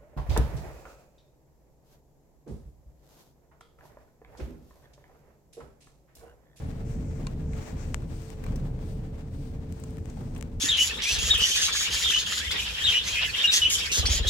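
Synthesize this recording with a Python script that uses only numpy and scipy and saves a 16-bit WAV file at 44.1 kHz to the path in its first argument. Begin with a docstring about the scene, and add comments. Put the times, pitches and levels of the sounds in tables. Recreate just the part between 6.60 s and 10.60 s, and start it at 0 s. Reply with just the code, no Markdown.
"""Slow drive over a farm field

Inside a vehicle on bumpy ground, on a hand-held recorder by an open window.
Ruts and wind shake the cab, the engine whines, and outside the tyres crunch through grass.
Around the microphone a body panel clunks and loose trim rattles.
Right at its left port something brushes, taps and squeaks against the recorder."""
import sys
import numpy as np
from scipy import signal
from scipy.fft import rfft, irfft
from scipy.io import wavfile
from scipy.ndimage import uniform_filter1d

SR = 44100
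rng = np.random.default_rng(int(sys.argv[2]) if len(sys.argv) > 2 else 0)


def wrap_up_sound(samples):
    """Save the sound to the file named by the first command line argument, as 16-bit audio."""
    columns = np.atleast_2d(samples).T
    # keep every value between -1 and 1, then stretch to whole-number steps
    tamed = np.clip(columns, -1, 1)
    steps = np.round(tamed * 32767).astype(np.int16)
    wavfile.write(sys.argv[1], SR, steps)


N = 176400


def undb(db):
    """Decibels to gain."""
    return 10 ** (np.asarray(db) / 20)


def unit(x):
    """Scale to rms 1."""
    return x / np.sqrt(np.mean(x ** 2) + 1e-24)


def curve(rows, column=1):
    """One column of a table, joined by straight lines in time."""
    rows = np.array(rows)
    return np.interp(np.arange(N) / SR, rows[:, 0], rows[:, column])


def colour(x, points, tilt_db=0):
    """Minimum-phase filter through (f/Hz, level/dB) points, tilted per octave above 512 Hz."""
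    n, points = 2 * x.shape[-1], np.array(points)
    octave = np.log2(np.maximum(np.arange(n // 2 + 1) * SR / n, 1))
    db = np.interp(octave, np.log2(points[:, 0]), points[:, 1]) + tilt_db * np.maximum(octave - 10, -1)
    cepstrum = irfft(np.log(undb(db)))
    cepstrum[1:n // 2] *= 2
    cepstrum[n // 2 + 1:] = 0
    return irfft(rfft(x, n) * np.exp(rfft(cepstrum)))[..., :n // 2]


def crisp(x, db):
    """Shelf on the highest treble."""
    return colour(x, [(8600, 0), (10500, db)])


def walk(per_s):
    """Smooth random drift of rms 1."""
    hold = max(int(SR / per_s), 2)
    steps = rng.standard_normal(N)[np.arange(N) // hold]
    return unit(uniform_filter1d(uniform_filter1d(steps, hold), hold))


def grainy(per_s, share):
    """Smooth noise with a share of its power in random impulses."""
    grains = (rng.random(N) < per_s / SR) * rng.standard_normal(N)
    return np.sqrt(1 - share) * rng.standard_normal(N) + np.sqrt(share) * unit(grains)


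def phase(hz):
    """Running phase of a changing frequency."""
    return 2 * np.pi * np.cumsum(hz) / SR


def pan(db):
    """Channel gains that put the left db above the right."""
    return undb(np.array([[db], [-db]]) / 2)


def spread(noises, spectrum, side_db):
    """Colour two noises and mix them to stereo as mid and side."""
    mid, side = (unit(colour(noise, spectrum)) for noise in noises)
    return mid + undb(side_db) * side * np.array([[1], [-1]])


def add(out, start_s, x):
    """Mix a short sound in at its time."""
    i = max(int(start_s * SR), 0)
    out[:, i:i + x.shape[-1]] += x[..., :max(N - i, 0)]


def tyres():
    """Dry grass crunches under the wheels, outside the open window."""
    # crunch over time: t/s, relative level/dB
    grass = [(0,-57),(.4,-58.5),(.6,-59),(.95,-58),(1.06,-50.5),(1.14,-56.5),(1.21,-54.5),(1.4,-58),(1.7,-59.5),(1.88,-52.5),(2.1,-58.5),(2.35,-60),(3.45,-61.5),(3.6,-59.5),(4,-60.5)]
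    # its spectrum: f/Hz, level/dB
    spectrum = [(150,4.5),(450,7),(750,6),(1100,-0.5),(1500,-2.5),(2200,-5),(3200,-9.5),(5000,-12.5),(8500,-14.5),(9800,-24),(15500,-22)]
    crunch = np.array([unit(colour(grainy(per_s=420, share=0.23), spectrum)) for _ in range(2)])
    return crunch * undb(curve(grass) + 4 + 2.44 * walk(45.25)) * pan(4)


def engine():
    """Heard from the cab, slightly rough tones follow the engine speed; the drivetrain hum sinks."""
    # engine speed as the pitch of its whine: t/s, f/Hz
    speed = [(0,443.2),(.42,447.3),(.6,441.5),(.85,444.8),(1.15,437.1),(1.49,446),(1.8,438),(2.05,448.2),(2.27,435.3),(2.95,447),(3.3,441),(4,446)]
    # engine tones: multiple of that pitch, level/dB
    orders = [(0.1872,-46),(.75,-61),(1,-53.5),(1.25,-68)]
    # drivetrain hum: t/s, f/Hz, level/dB
    drivetrain = [(1.1,330,-87),(1.5,317.9,-58.5),(2,311.1,-68),(2.8,280.3,-49.5),(3.25,261.4,-55.5),(3.55,245.2,-47),(4,233,-47.5)]
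    turn, whine = phase(curve(speed)), 0
    for multiple, db in orders:
        tone = np.sin(multiple * turn + 0.28 * walk(23.92))
        whine += undb(db) * unit(tone * undb(1.8 * walk(14)))
    hum = np.sin(phase(curve(drivetrain)) + 1.44 * walk(25)) * undb(3.8 * walk(28))
    return whine * pan(0.98) + unit(hum) * undb(curve(drivetrain, column=2))


def cab():
    """All round the microphone, jolts and wind rumble and the cab's air booms over the engine's noise."""
    # shaking of the cab: t/s, relative level/dB
    shaking = [(0,-32),(.17,-35),(.42,-30.5),(.54,-33),(.97,-32),(1.07,-43),(1.14,-33.5),(1.26,-35.5),(1.35,-33.5),(1.52,-34),(1.61,-40),(1.73,-40.5),(1.92,-30),(2.05,-34),(2.37,-34),(2.63,-38),(2.98,-36),(3.26,-39.5),(3.38,-34),(3.52,-40),(3.65,-35),(4,-37)]
    # rumble of ground and wind: f/Hz, level/dB
    rumble_spectrum = [(20,-25.5),(30,4.5),(42,-7.5),(60,3),(82,-1.5),(110,-1.5),(155,-2),(195,-11),(255,-10.5),(320,-24),(500,-37.5),(800,-46.5),(2000,-79)]
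    # noise of the running engine: f/Hz, level/dB
    engine_spectrum = [(25,-15),(80,-5),(160,2.5),(260,2),(370,-5),(500,-4),(650,-13),(900,-19.5),(1400,-35.5),(4000,-50.5)]
    shake_db = curve(shaking)
    swell_db = shake_db - shake_db.mean()
    jolts = [grainy(per_s=110, share=0.29) for _ in range(2)]
    rumble = spread(jolts, rumble_spectrum, side_db=-22) * undb(shake_db - 0.36)
    boom = np.sin(phase(hz=32.8 + 2.23 * walk(6.5))) * undb(2.7 * walk(6.3) + swell_db)
    running = spread(rng.standard_normal((2, N)), engine_spectrum, side_db=-5)
    return rumble + undb(-41) * unit(boom) + running * undb(-48 + 0.7 * swell_db) * pan(2.3)


def ruts():
    """Each rut shudders up through the bodywork: a quick swell and a slower fade."""
    # wheels dropping into ruts: t/s, length/s, level/dB
    drops = [(0.59,0.077,-29.5),(1.863,0.22,-37.5),(2.004,0.15,-34.5),(2.16,0.29,-42.5),(3.587,0.09,-33),(3.724,.11,-41)]
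    # thud of the bodywork: f/Hz, level/dB
    thud = [(50,-23.5),(100,1),(140,6.5),(175,3),(215,-9.5),(270,-9.5),(380,-13.5),(560,-20),(900,-30),(1600,-48),(4000,-63)]
    force = np.zeros((1, N))
    for start, length, db in drops:
        add(force, start, undb(db) * np.sin(np.pi * np.linspace(0, 1, int(length * SR)) ** 0.56))
    shudder = [grainy(per_s=200, share=0.29) for _ in range(2)]
    return force * spread(shudder, thud, side_db=-21)


def clunks(size=4096, panel_hz=760, decay_s=0.011):
    """A jolted body panel bumps dully in its frame, a little to the left, and dies at once."""
    # bumps: t/s, level/dB
    bumps = [(.605,-49.5),(1.906,-50),(2.189,-46.5),(3.569,-43.5),(3.607,-42),(3.637,-55),(3.672,-48.5),(3.785,-46.5)]
    out, t = np.zeros((2, N)), np.arange(size) / SR
    for start, db in bumps:
        panel = signal.lfilter(*signal.iirpeak(panel_hz, Q=6.2, fs=SR), rng.standard_normal((2, size)))
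        add(out, start, unit(panel) * np.exp(-t / decay_s) * undb(db) * pan(4))
    return out


def knocks(size=4096, attack_s=0.00017):
    """In the cab a loose piece chatters for milliseconds in its own resonance; the trim rings briefly."""
    # knocks of loose trim: t/s, relative level/dB, resonance f/Hz, decay/s, top treble/dB
    hits = [(0.6687,-36.5,4200,0.0017,-16),(0.933,-52.5,2200,0.0039,-7),(1.42,-56.5,1210,0.0078,-4),(1.8385,-47.5,1980,0.0042,7),(1.8639,-44.5,1400,0.0025,-1),(1.958,-52.5,5530,0.007,7),(3.1982,-57,8500,0.0044,14),(3.237,-48.5,7100,0.0029,2),(3.382,-53,1840,0.0037,2),(3.4987,-57,6440,0.0062,1),(3.7492,-54,5730,0.0027,1),(3.762,-52.5,2860,0.0064,-2),(3.778,-55,8800,0.004,10)]
    # spectrum of the contact: f/Hz, level/dB
    crack = [(300,-20),(1000,6.5),(2500,-0.5),(4500,-8),(6200,-5.5),(8600,0),(10000,-14),(16000,-9)]
    # modes of the trim: f/Hz, relative level/dB, t60/s
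    modes = [(1060,15,.033),(1230,3.5,0.043),(2371,6,0.045),(2810,-3,0.084),(4100,5,.03)]
    out, t = np.zeros((2, N)), np.arange(size) / SR
    attack = 1 - np.exp(-t / attack_s)
    for start, db, piece_hz, decay_s, top_db in hits:
        tilt_db = 0.1 * np.log2(piece_hz / 1500)  # small, high pieces are brighter
        chatter = crisp(colour(rng.standard_normal((2, size)), crack, tilt_db), top_db)
        chatter += undb(13) * signal.lfilter(*signal.iirpeak(piece_hz, Q=5.7, fs=SR), chatter)
        ring = 0
        for hz, mode_db, t60 in modes:
            fade = undb(mode_db - 60 * t / t60 + 2 * tilt_db * np.log2(hz / 6000))
            detuned_hz = hz * (1 + 0.0074 * rng.standard_normal())
            ring += fade * np.sin(2 * np.pi * (detuned_hz * t + rng.random((2, 1))))
        knock = unit(chatter) * np.exp(-t / decay_s) + undb(-21) * ring
        add(out, start, 2 * knock * attack * undb(db + 2.5) * pan(4))
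    return out


def squeaks(pitch_hz=10060, waver=0.0035):
    """Friction against the recorder gives brief, thin tones."""
    # squeaks: t/s, length/s, level/dB
    slips = [(.012,.03,-75),(.052,.05,-72),(.275,.042,-75),(.995,.06,-76)]
    envelope = np.zeros((2, N))
    tone = unit(np.sin(phase(pitch_hz * (1 + waver * walk(85)))))
    for start, length, db in slips:
        add(envelope, start, undb(db) * np.sqrt(np.hanning(int(length * SR))))
    return envelope * tone * pan(3)


def brushing():
    """Strokes of fine friction swell and fade close to the left port, each with its own hiss."""
    # strokes: middle t/s, length/s, relative level/dB, emphasis/dB
    strokes = [(.31,0.16,-54.5,5.5),(0.523,0.41,-57.5,9),(.974,0.34,-56.5,10),(1.073,0.15,-52,7),(1.215,.12,-53,8),(1.287,0.29,-55.5,4),(1.613,0.39,-54,0),(2.298,0.24,-57.5,-3),(2.82,0.3,-59,-3.5),(3.237,0.39,-59.5,0),(3.604,0.54,-60,1.5)]
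    # spectrum of the friction: f/Hz, level/dB, weight of the emphasis
    friction = [(300,2,0.4),(895,0,1),(2280,4.5,0.83),(3340,1,-0.6),(4620,3,-0.42),(5670,3.5,0.46),(7540,0.5,0.87),(8680,5.5,-0.27),(9300,-8.5,-0.56),(15600,-7,-0.35)]
    out = np.zeros((2, N))
    hz, base_db, weight = np.array(friction).T
    grain = np.array([grainy(per_s=2500, share=0.25) for _ in range(2)])
    for middle, length, db, emphasis_db in strokes:
        n, i = int(length * SR), max(int((middle - length / 2) * SR), 0)
        hiss = colour(grain[:, i:i + n], np.c_[hz, base_db + emphasis_db * weight])
        swell = np.sin(np.linspace(0, np.pi, hiss.shape[-1]))
        add(out, i / SR, unit(hiss) * undb(db) * swell)
    return out * undb(0.5 + 0.64 * walk(39.8)) * undb([[0], [-10]])


def taps(size=2048, lead_s=0.001, tail_s=0.0016):
    """A light touch, then a dry snap through the recorder's case, hard left at the microphone."""
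    # taps: t/s, relative level/dB, bass cut f/Hz
    hits = [(1.3447,2,120),(1.62,-20,2500),(1.703,-13.5,2500),(3.1246,-13,5070),(3.3077,-22,6015),(3.371,-21,1504),(3.4573,-19,500),(3.8112,-9,2602),(3.8264,-8.5,450)]
    # response of the case: f/Hz, level/dB
    case = [(100,-1),(700,0.5),(2400,1.5),(3300,-5.5),(4400,-11.5),(5600,-7),(8000,-2.5),(9500,-14),(11500,-19.5),(13500,-21),(16000,-25)]
    out, t = np.zeros((2, N)), np.arange(size) / SR
    for start, db, cut_hz in hits:
        push = undb(-28) * rng.standard_normal(size) * np.exp(-t / tail_s)
        push[0] = 1
        push = np.roll(push, int(lead_s * SR))
        push[0] = undb(-13.5)  # the touch ahead of the snap
        snap = signal.lfilter(*signal.butter(1, cut_hz, "high", fs=SR), colour(push, case))
        snap = crisp(snap, -0.34 * db)  # lighter taps are crisper
        add(out, start - lead_s, snap * undb(db + 1.5) * undb([[0], [-32]]))
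    return out


def scene():
    """The moving vehicle and the small, close sounds, from the seat by the window."""
    return cab() + ruts() + engine() + tyres() + brushing() + taps() + knocks() + clunks() + squeaks()


def record(dry, low_hz=20, top_hz=15950):
    """The hand-held recorder cuts the deepest bass and the top."""
    dry = signal.sosfilt(signal.butter(4, low_hz, "high", fs=SR, output="sos"), dry)
    return signal.sosfilt(signal.ellip(8, .2, 70, top_hz, fs=SR, output="sos"), dry)


dry = scene()
out = record(dry)
wrap_up_sound(out)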